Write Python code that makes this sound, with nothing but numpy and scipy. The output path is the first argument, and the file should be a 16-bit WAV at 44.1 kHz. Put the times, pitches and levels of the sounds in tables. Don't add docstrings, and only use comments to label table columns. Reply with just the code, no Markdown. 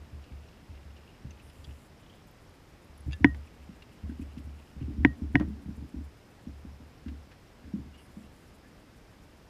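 import sys
import numpy as np
from scipy import signal
from scipy.fft import rfft, irfft
from scipy.io import wavfile

SR = 44100
rng = np.random.default_rng(int(sys.argv[2]) if len(sys.argv) > 2 else 0)


def to_wav(sig):
    pcm = np.clip(np.atleast_2d(sig), -1, 1) * 32767
    pcm = np.round(pcm).astype(np.int16)
    wavfile.write(sys.argv[1], SR, pcm.T)


N = 418509
TIME = np.arange(N) / SR


def amp(db):
    return 10 ** (np.asarray(db) / 20)


def rms_one(x):
    return x / np.sqrt(np.mean(x ** 2) + 1e-20)


def clicks(times, gains):
    out = np.full(N, 1e-18)
    np.add.at(out, np.clip(np.round(np.asarray(times) * SR).astype(int), 0, N - 1), gains)
    return out


def ring(x, hz, t60):
    r, w = amp(-60 / (t60 * SR)), 2 * np.pi * hz / SR
    return signal.lfilter([0, np.sin(w)], [1, -2 * r * np.cos(w), r * r], x)


def resonance(x, hz, width_hz, passes=1):
    r, w = np.exp(-np.pi * width_hz / SR), 2 * np.pi * hz / SR
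    for _ in range(passes):
        x = signal.lfilter(np.array([1, 0, -1]) * (1 - r * r) / 2, [1, -2 * r * np.cos(w), r * r], x)
    return x


def flutter(hz, width_hz):
    return rms_one(resonance(rng.standard_normal(N), hz, width_hz))


def butter(x, order, hz, kind="band"):
    return signal.sosfilt(signal.butter(order, hz, kind, fs=SR, output="sos"), x)


def decay(x, t60):
    return signal.lfilter([1], [1, -amp(-60 / (t60 * SR))], x)


def soften(x, length_s):
    hump = np.hanning(max(int(length_s * SR), 3))
    return np.convolve(x, hump / hump.sum())[:N]


def gate(start, end, edge_s):
    return np.clip(np.minimum(TIME - start, end - TIME) / edge_s, 0, 1)


# (time [s], level [dB], panel offset [dB], rattle offset [dB], crack offset [dB], panel pitch [Hz])
KNOCKS = [(3.2446, -8, 1.5, -35.5, -37.5, 283.4), (3.346, -46.5, 4, -13, -12, 271),
          (5.0486, -9, 1.5, -40, -37, 280.4), (5.3546, -12.5, -1.5, -52.5, -36, 281.4),
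          (5.398, -42.5, 11, 2.5, -9, 302)]
SNAP_HZ, SNAP_WIDTH_HZ = 1866, 857
SETTLE_CYCLES, SETTLE_DB = 3.848, -12.5


def knocks():
    at, level_db, panel_db, rattle_db, crack_db, hz = np.transpose(KNOCKS)
    snap = resonance(clicks(at, amp(level_db)), SNAP_HZ, SNAP_WIDTH_HZ, passes=4)
    housing = mount(at, level_db)
    clatter = rattle(at, level_db + rattle_db) + crack(at, level_db + crack_db)
    struck = hull(at, level_db + panel_db, -16, hz, reach_hz=4.4, low_hz=89.9, far_db=21.5)
    stilled = hull(at + SETTLE_CYCLES / hz, level_db + panel_db + SETTLE_DB, -3, hz,
                   reach_hz=5.3, low_hz=90.5, far_db=26)
    return amp(35) * snap + amp(8.5) * housing + clatter - soften(struck - stilled, 0.002)


# (pitch [Hz], level [dB], t60 [s])
MOUNT_MODES = [(720, -24, 0.038), (965.4, -19.5, 0.029), (1067, -29, 0.036), (1570, -22, 0.0308),
               (1881, -37, 0.28), (2584, -29, 0.024), (2900, -27, 0.0258), (3420, -32.5, 0.01788),
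               (4095, -41, 0.01603), (4700, -47, 0.016), (5440, -42.5, 0.02), (6450, -45, 0.0085),
               (1874, -30.5, 0.047)]
MOUNT_RINGS_S, MOUNT_DAMP_S, MOUNT_SCATTER_DB = 0.07, 0.04, 1.2


def mount(times, levels_db):
    age, out = np.arange(SR // 4) / SR, np.zeros(N)
    impulse = 1e-18 + (age == 0)
    damping = np.clip(1 + (MOUNT_RINGS_S - age) / MOUNT_DAMP_S, 0, 1)
    for at, level_db in zip(times, levels_db):
        strike_db = level_db + rng.normal(0, MOUNT_SCATTER_DB, len(MOUNT_MODES))
        ringing = sum(amp(strike_db[k] + db) * ring(impulse, hz, t60) * (-1) ** k
                      for k, (hz, db, t60) in enumerate(MOUNT_MODES))
        out[round(at * SR):][:len(age)] += ringing * damping
    return out


def rattle(times, levels_db):
    lumps = amp(5 * flutter(152.5, 198))
    shaking = rms_one(butter(lumps * rng.standard_normal(N), 4, [420, 1950]))
    return shaking * decay(clicks(times, amp(levels_db)), t60=0.14)


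def crack(times, levels_db, swell_s=0.0011, afterglow_db=-8):
    contact, grit = clicks(times, amp(levels_db)), rng.standard_normal(N)
    age = np.arange(SR // 4) / SR / swell_s
    swell = signal.fftconvolve(contact, age * np.exp(1 - age))[:N]
    bright = rms_one(butter(grit, 1, [2600, 4500]))
    dull = rms_one(resonance(grit, 3000, 1200, passes=2))
    return swell * bright + amp(afterglow_db) * decay(contact, t60=0.12) * dull


# (time [s], level [dB], middle mode offset [dB], panel pitch [Hz])
BUMPS = [(0.128, -42.5, 2, 200), (0.309, -36, -7, 226), (0.69, -43, -22, 206), (1.245, -31.5, 1.5, 222),
         (1.674, -43.5, 2, 261), (3.059, -34.5, 1, 228), (3.077, -25, 1, 309), (3.205, -26, -6, 264),
         (3.689, -29.5, -15, 217), (4.034, -29, -17, 199), (4.092, -24.5, -18, 246),
         (4.193, -23.5, -18, 253), (4.369, -27, -9, 240), (4.468, -36, -4, 245), (4.759, -33, -4.5, 196.3),
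         (4.81, -27, 1.5, 271), (4.828, -30.5, -8, 288), (4.879, -24, -6, 254), (4.964, -32, -16, 241),
         (4.977, -24.5, -19, 231), (5.003, -24, -7, 232), (5.217, -20.5, -25, 238), (5.24, -42, -19, 300),
         (5.345, -14.5, -0.5, 290), (5.397, -19, -8, 280), (5.407, -5.5, -22, 323),
         (5.445, -23.5, -20, 310), (5.477, -17, -19, 184), (5.655, -27, -10, 204), (5.685, -22, -12, 215),
         (5.776, -32.5, -8, 234), (5.82, -30.5, -2.5, 259), (5.94, -25, -19.5, 267),
         (5.982, -28.5, -45, 248), (6.468, -24.5, -13, 232), (6.647, -29, -23, 224),
         (6.799, -37, -10.5, 244), (7.06, -25.5, -29, 245), (7.113, -32, -28, 243),
         (7.638, -38.5, -22, 254), (7.674, -35.5, -21, 249), (7.736, -15, -36, 200),
         (7.787, -29.5, -5, 277), (7.857, -34, -6, 229), (8.167, -27.5, -22, 200), (8.239, -39, -10, 206)]
BOUNCE_S, BOUNCE_DB, BOUNCE_RISE_HZ = 0.023, -6.5, 29.5


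def bumps():
    at, level_db, middle_db, hz = np.transpose(BUMPS)
    first = hull(at, level_db, middle_db, hz, reach_hz=8.15)
    again = hull(at + BOUNCE_S, level_db + BOUNCE_DB, middle_db - 9.5, hz + BOUNCE_RISE_HZ, reach_hz=8.6)
    return amp(-2.5) * soften(first + again, 0.0036)


# (pitch [Hz], level [dB], t60 [s])
PANEL_MODES = [(205, -2, 0.17), (241, -0.5, 0.13), (264, -6.5, 0.14), (286.1, 3.5, 0.087),
               (304.5, -4, 0.099), (360, -18.5, 0.14), (428, -9.5, 0.035)]
MIDDLE_MODES = [(124.6, 2, 0.098), (153.5, -9, 0.25)]


def hull(times, level_db, middle_db, struck_hz, reach_hz, low_hz=160, far_db=17):
    panel = np.zeros(N)
    for hz, db, t60 in PANEL_MODES:
        loss_db = np.minimum(((hz - struck_hz) / reach_hz) ** 2, far_db)
        panel += ring(clicks(times, amp(level_db + db - loss_db)), hz, t60)
    middle = sum(ring(clicks(times, amp(level_db + middle_db + db)), hz, t60) * (-1) ** k
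                 for k, (hz, db, t60) in enumerate(MIDDLE_MODES))
    return butter(panel, 2, [low_hz, 600]) + middle


# (time [s], level [dB], time until damped [s])
WEIGHT_SHIFTS = [(0.0, -42.5, 0.018), (0.124, -39, 0.09), (0.311, -39.5, 0.17), (0.687, -41, 0.17),
                 (0.85, -43, 0.24), (1.252, -42, 0.1), (1.43, -48, .12), (1.585, -48, 0.091),
                 (1.672, -39.5, 0.072), (2.89, -49, 0.09), (2.995, -45.5, .04), (3.06, -29.5, 0.075),
                 (3.206, -29.5, 0.099), (3.279, -31, 0.15), (3.585, -45.5, 0.27), (4.029, -33.5, 0.13),
                 (4.199, -36.5, 0.2), (4.381, -41.5, 0.069), (4.44, -37.5, 0.17), (4.76, -38, 0.067),
                 (4.83, -31.5, 0.15), (4.979, -25.5, 0.053), (5.05, -31.5, 0.059), (5.215, -30.5, 0.097),
                 (5.351, -29.5, 0.07), (5.42, -32, 0.15), (5.655, -39, 0.097), (5.77, -37.5, 0.065),
                 (5.955, -34.5, 0.11), (6.475, -41, 0.15), (6.66, -41.5, 0.11), (6.81, -48.5, 0.076),
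                 (7.062, -36, 0.17), (7.64, -45.5, .12), (7.77, -41, .3), (8.12, -50.5, 0.041),
                 (8.21, -54, 0.22)]
BOOM_HZ, BOOM_WANDER_HZ = 71.6, 9.7
BOOM_ATTACK_S, BOOM_FADE_DB_PER_S, BOOM_DAMP_S = 0.011, 81, 0.063


def boom():
    pitch = BOOM_HZ + BOOM_WANDER_HZ * flutter(9.5, 38)
    level = np.zeros(N)
    for at, db, length in WEIGHT_SHIFTS:
        age = np.maximum(TIME - at, 0)
        shape = np.clip(np.minimum(age / BOOM_ATTACK_S, 1 + (length - age) / BOOM_DAMP_S), 0, 1)
        fade = amp(db - BOOM_FADE_DB_PER_S * np.minimum(age, 1))
        level = np.maximum(level, np.sin(np.pi / 2 * shape) ** 2 * fade)
    swing = np.sqrt(2) * level * np.sin(2 * np.pi * np.cumsum(pitch) / SR)
    return butter(swing, 2, 47, "high")


# (time [s], level [dB])
DRAG_LEVELS = [(0.0, -61.5), (2.54, -73.5), (3.04, -66), (3.2, -57.5), (3.62, -63.5), (4.76, -58.5),
               (4.94, -44.5), (5.23, -48), (5.6, -48.5), (6.08, -65), (7.58, -68.5), (7.77, -57),
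               (8.56, -69), (8.7, -61), (9.49, -72.5)]


def drag():
    at, level_db = np.transpose(DRAG_LEVELS)
    friction = rng.standard_normal(N)
    murmur = sum(amp(db) * ring(friction, hz, t60) * (-1) ** k
                 for k, (hz, db, t60) in enumerate(PANEL_MODES))
    return rms_one(murmur) * amp(np.interp(TIME, at, level_db) - 2.5)


# (time [s], peak [dB], centre [Hz], broad part offset [dB])
TICKS = [(0.2374, -50.5, 2790, 9), (0.4853, -54, 2900, 4), (0.749, -54, 2680, 11), (0.963, -50.5, 2830, 2),
         (1.074, -50, 2820, -9), (1.087, -54, 2850, -3), (1.305, -51, 2750, -1), (1.305, -50, 6130, -6),
         (1.395, -54, 2680, -2), (1.496, -53, 2900, 4), (1.64, -51, 4700, -1), (1.643, -44.5, 3300, -4),
         (1.706, -54, 2800, -12), (2.0963, -51, 3140, -7), (2.2705, -61, 13500, 3), (2.3106, -58, 14000, 2),
         (2.4932, -62, 10600, 2), (2.8439, -60, 11100, 6), (2.9771, -54, 10500, 4),
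         (3.0046, -55.5, 10500, 0), (3.108, -47, 2550, -2), (3.47, -55, 2530, -8),
         (3.82, -44.5, 2720, -2.5), (4.0944, -50, 1600, -12), (4.2146, -52, 2620, -1),
         (4.377, -50.5, 2830, 9), (5.032, -52, 1900, -9), (5.344, -34, 650, -25), (5.344, -42, 1500, -12),
         (5.402, -37, 490, -25), (6.3888, -57, 1800, -2), (7.059, -53.5, 1560, -10), (7.08, -52, 2700, 4),
         (7.081, -48, 1610, 8), (7.312, -57, 2900, 0), (7.315, -49.5, 1730, 3), (7.638, -53.5, 1600, 0)]
TICK_SWELL_S, TICK_WIDTH_HZ = 0.0036, 390


def ticks():
    out, size = np.zeros(N), int(0.03 * SR)
    for at, peak_db, hz, broad_db in TICKS:
        age = np.arange(size) * np.sqrt(hz / 3000) / (TICK_SWELL_S * SR)
        burst = rng.standard_normal(size) * age * np.exp(-age)
        pitched = rms_one(resonance(burst, hz, TICK_WIDTH_HZ, passes=2))
        broad = rms_one(resonance(burst, hz, 2500, passes=2))
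        tick = pitched + amp(broad_db) * broad
        out[round(at * SR):][:size] += amp(peak_db) * tick / np.abs(tick).max()
    return out


# (time [s], level [dB], tilt below 3.3 kHz [dB/octave])
BAIL_TOUCHES = [(3.1221, -44.5, 5), (3.1312, -37.5, -3.5)]
# (pitch [Hz], level [dB], t60 [s])
BAIL_MODES = [(1730, -10.5, 0.11), (1990, -21, .05), (2723, -0.5, 0.042), (3350, -3, 0.028),
              (3670, -9.5, 0.038), (4760, -7, 0.016), (6100, -12, 0.024), (6900, -10, 0.017),
              (10500, -16, 0.018)]


def bail(chatter_s=0.012, scatter_db=2):
    at, level_db, tilt = np.transpose(BAIL_TOUCHES)
    out = np.zeros(N)
    for hz, db, t60 in BAIL_MODES:
        touch_db = level_db + tilt * np.log2(min(hz / 3300, 1)) + rng.normal(0, scatter_db, len(at))
        touch = clicks(at, amp(touch_db) * rng.choice([-1, 1], len(at)))
        chatter = soften(touch * np.sqrt(chatter_s * SR), chatter_s) * rng.choice([-1, 1], N)
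        out += amp(db) * ring(soften(touch, 0.00012) + amp(-9.5) * chatter, hz, t60)
    return out


# (start [s], end [s], level [dB], pitch [Hz])
WINDING = [(0, 1.8, -71.5, 2830), (1.98, 2.22, -70, 3250), (3.4, 4.4, -73, 2830), (4.45, 4.95, -70, 2800)]


def rasp():
    clicks_per_s = 240 * amp(7 * flutter(5.6, 12) - 3)
    hits = rng.random(N) < clicks_per_s / SR
    strength = amp(3 * np.minimum(rng.exponential(1, N), 4))
    teeth = soften(hits * strength, 0.00032)
    return sum(amp(db) * gate(start, end, 0.029) * rms_one(ring(teeth, hz, t60=0.0045))
               for start, end, db, hz in WINDING)


# (time [s], length [s], start pitch [Hz], end pitch [Hz], level [dB])
SQUEAKS = [(7.93, 0.038, 2800, 2900, -59), (7.956, 0.081, 3100, 2680, -62.5),
           (8.218, 0.062, 2700, 2760, -66), (8.62, 0.066, 1620, 1790, -63), (9.12, 0.033, 1650, 1730, -64)]


def squeaks():
    out, roughness = np.zeros(N), 0.8 * flutter(120, 242)
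    for at, length, start_hz, end_hz, db in SQUEAKS:
        pitch = np.interp(TIME, [at, at + length], [start_hz, end_hz])
        tone = np.sin(2 * np.pi * np.cumsum(pitch) / SR + roughness)
        out += np.sqrt(2) * amp(db) * tone * gate(at, at + length, length / 2)
    return out


# (start [s], end [s], level [dB])
CHORD_SPANS = [(1.42, 1.51, -73), (7.975, 8.07, -73.5)]
BUZZ_SPANS = [(1.512, 1.89, -72), (4.2, 4.235, -69), (4.256, 4.287, -77), (4.54, 4.75, -78),
              (8.083, 8.273, -73.5), (8.307, 8.513, -74.5)]
# (multiple of the pitch, level [dB])
CHORD_PARTIALS = [(6, 0), (7, 2), (9, -6), (10, -11)]
# (centre [Hz], width [Hz], level [dB])
BUZZ_BANDS = [(7400, 1500, 0), (9700, 900, 0), (13300, 1100, -4)]
STEADY_BANDS = [(5060, 830, -78), (12680, 128, -94.5)]
# (start [s], end [s], spacing [s])
STUTTERS = [(2.0, 2.9, .14), (3.08, 3.6, .075), (3.65, 4.1, .143), (4.17, 4.45, .07), (5.21, 6.6, .137),
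            (8.55, 9.4, .137)]
CHORD_HZ, CHORD_RISE_HZ_PER_S = 1421, 200
PULSE_PAIRS_PER_S, BUZZ_DEPTH = 140, 0.55
BLIP_DB, BLIP_LENGTH_S, BLIP_JITTER_S = -73.5, 0.05, 0.013


def insect():
    noise, waver = rng.standard_normal(N), flutter(30, 61.3)

    def bands(table):
        return sum(amp(db) * rms_one(resonance(noise, hz, width, passes=2)) for hz, width, db in table)

    age = sum((TIME - start) * ((TIME > start) & (TIME < end)) for start, end, _ in CHORD_SPANS)
    phase = 2 * np.pi * np.cumsum(CHORD_HZ + CHORD_RISE_HZ_PER_S * age) / SR
    chord = sum(amp(db) * np.sin(multiple * phase + 0.43 * waver) for multiple, db in CHORD_PARTIALS)
    chord_level = sum(amp(db) * gate(start, end, 0.0027) for start, end, db in CHORD_SPANS)
    pulse_phase = 2 * np.pi * PULSE_PAIRS_PER_S * TIME + waver / 4
    pulses = 1 + BUZZ_DEPTH * (np.cos(pulse_phase) + np.cos(2 * pulse_phase))
    buzz = rms_one(bands(BUZZ_BANDS) * pulses)
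    buzz_level = sum(amp(db) * gate(start, end, 0.022) for start, end, db in BUZZ_SPANS)
    at = np.concatenate([np.arange(*run) for run in STUTTERS])
    at += BLIP_JITTER_S * rng.standard_normal(len(at)) - BLIP_LENGTH_S / 2
    heights = amp(BLIP_DB + rng.normal(0, 1.5, len(at)))
    blips = soften(clicks(at, heights * BLIP_LENGTH_S * SR / 2), BLIP_LENGTH_S)
    return chord * chord_level + buzz * (buzz_level + blips) + bands(STEADY_BANDS)


def pips(hz=5600, peak_db=-69, first_s=0.217, every_s=0.2502, length_s=0.02):
    beats = clicks(np.arange(first_s, N / SR, every_s), length_s * SR / 2)
    return amp(peak_db) * soften(beats, length_s) * np.sin(2 * np.pi * hz * TIME)


# (frequency [Hz], relative density [dB])
HISS_SPECTRUM = [(12, -40), (20, -8.5), (47, -0.5), (81, 0), (104, -1.5), (137, -2.5), (208, -6.5),
                 (394, -10), (1310, -19), (2040, -21), (13200, -40), (15600, -36.5)]


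def hiss(rms_db=-55):
    hz, db = np.transpose(HISS_SPECTRUM)
    bins = np.maximum(np.fft.rfftfreq(N, 1 / SR), 1)
    colour = amp(np.interp(np.log(bins), np.log(hz), db))
    return amp(rms_db) * rms_one(irfft(rfft(rng.standard_normal(N)) * colour, N))


def scene():
    reel = ticks() + bail() + rasp()
    kayak = boom() + bumps() + drag() + knocks() + squeaks()
    return (kayak + reel + hiss() + insect() + pips())[None]


def record(dry):
    return signal.sosfilt(signal.cheby2(12, 50, 15400, fs=SR, output="sos"), dry)


dry = scene()
out = record(dry)
to_wav(out)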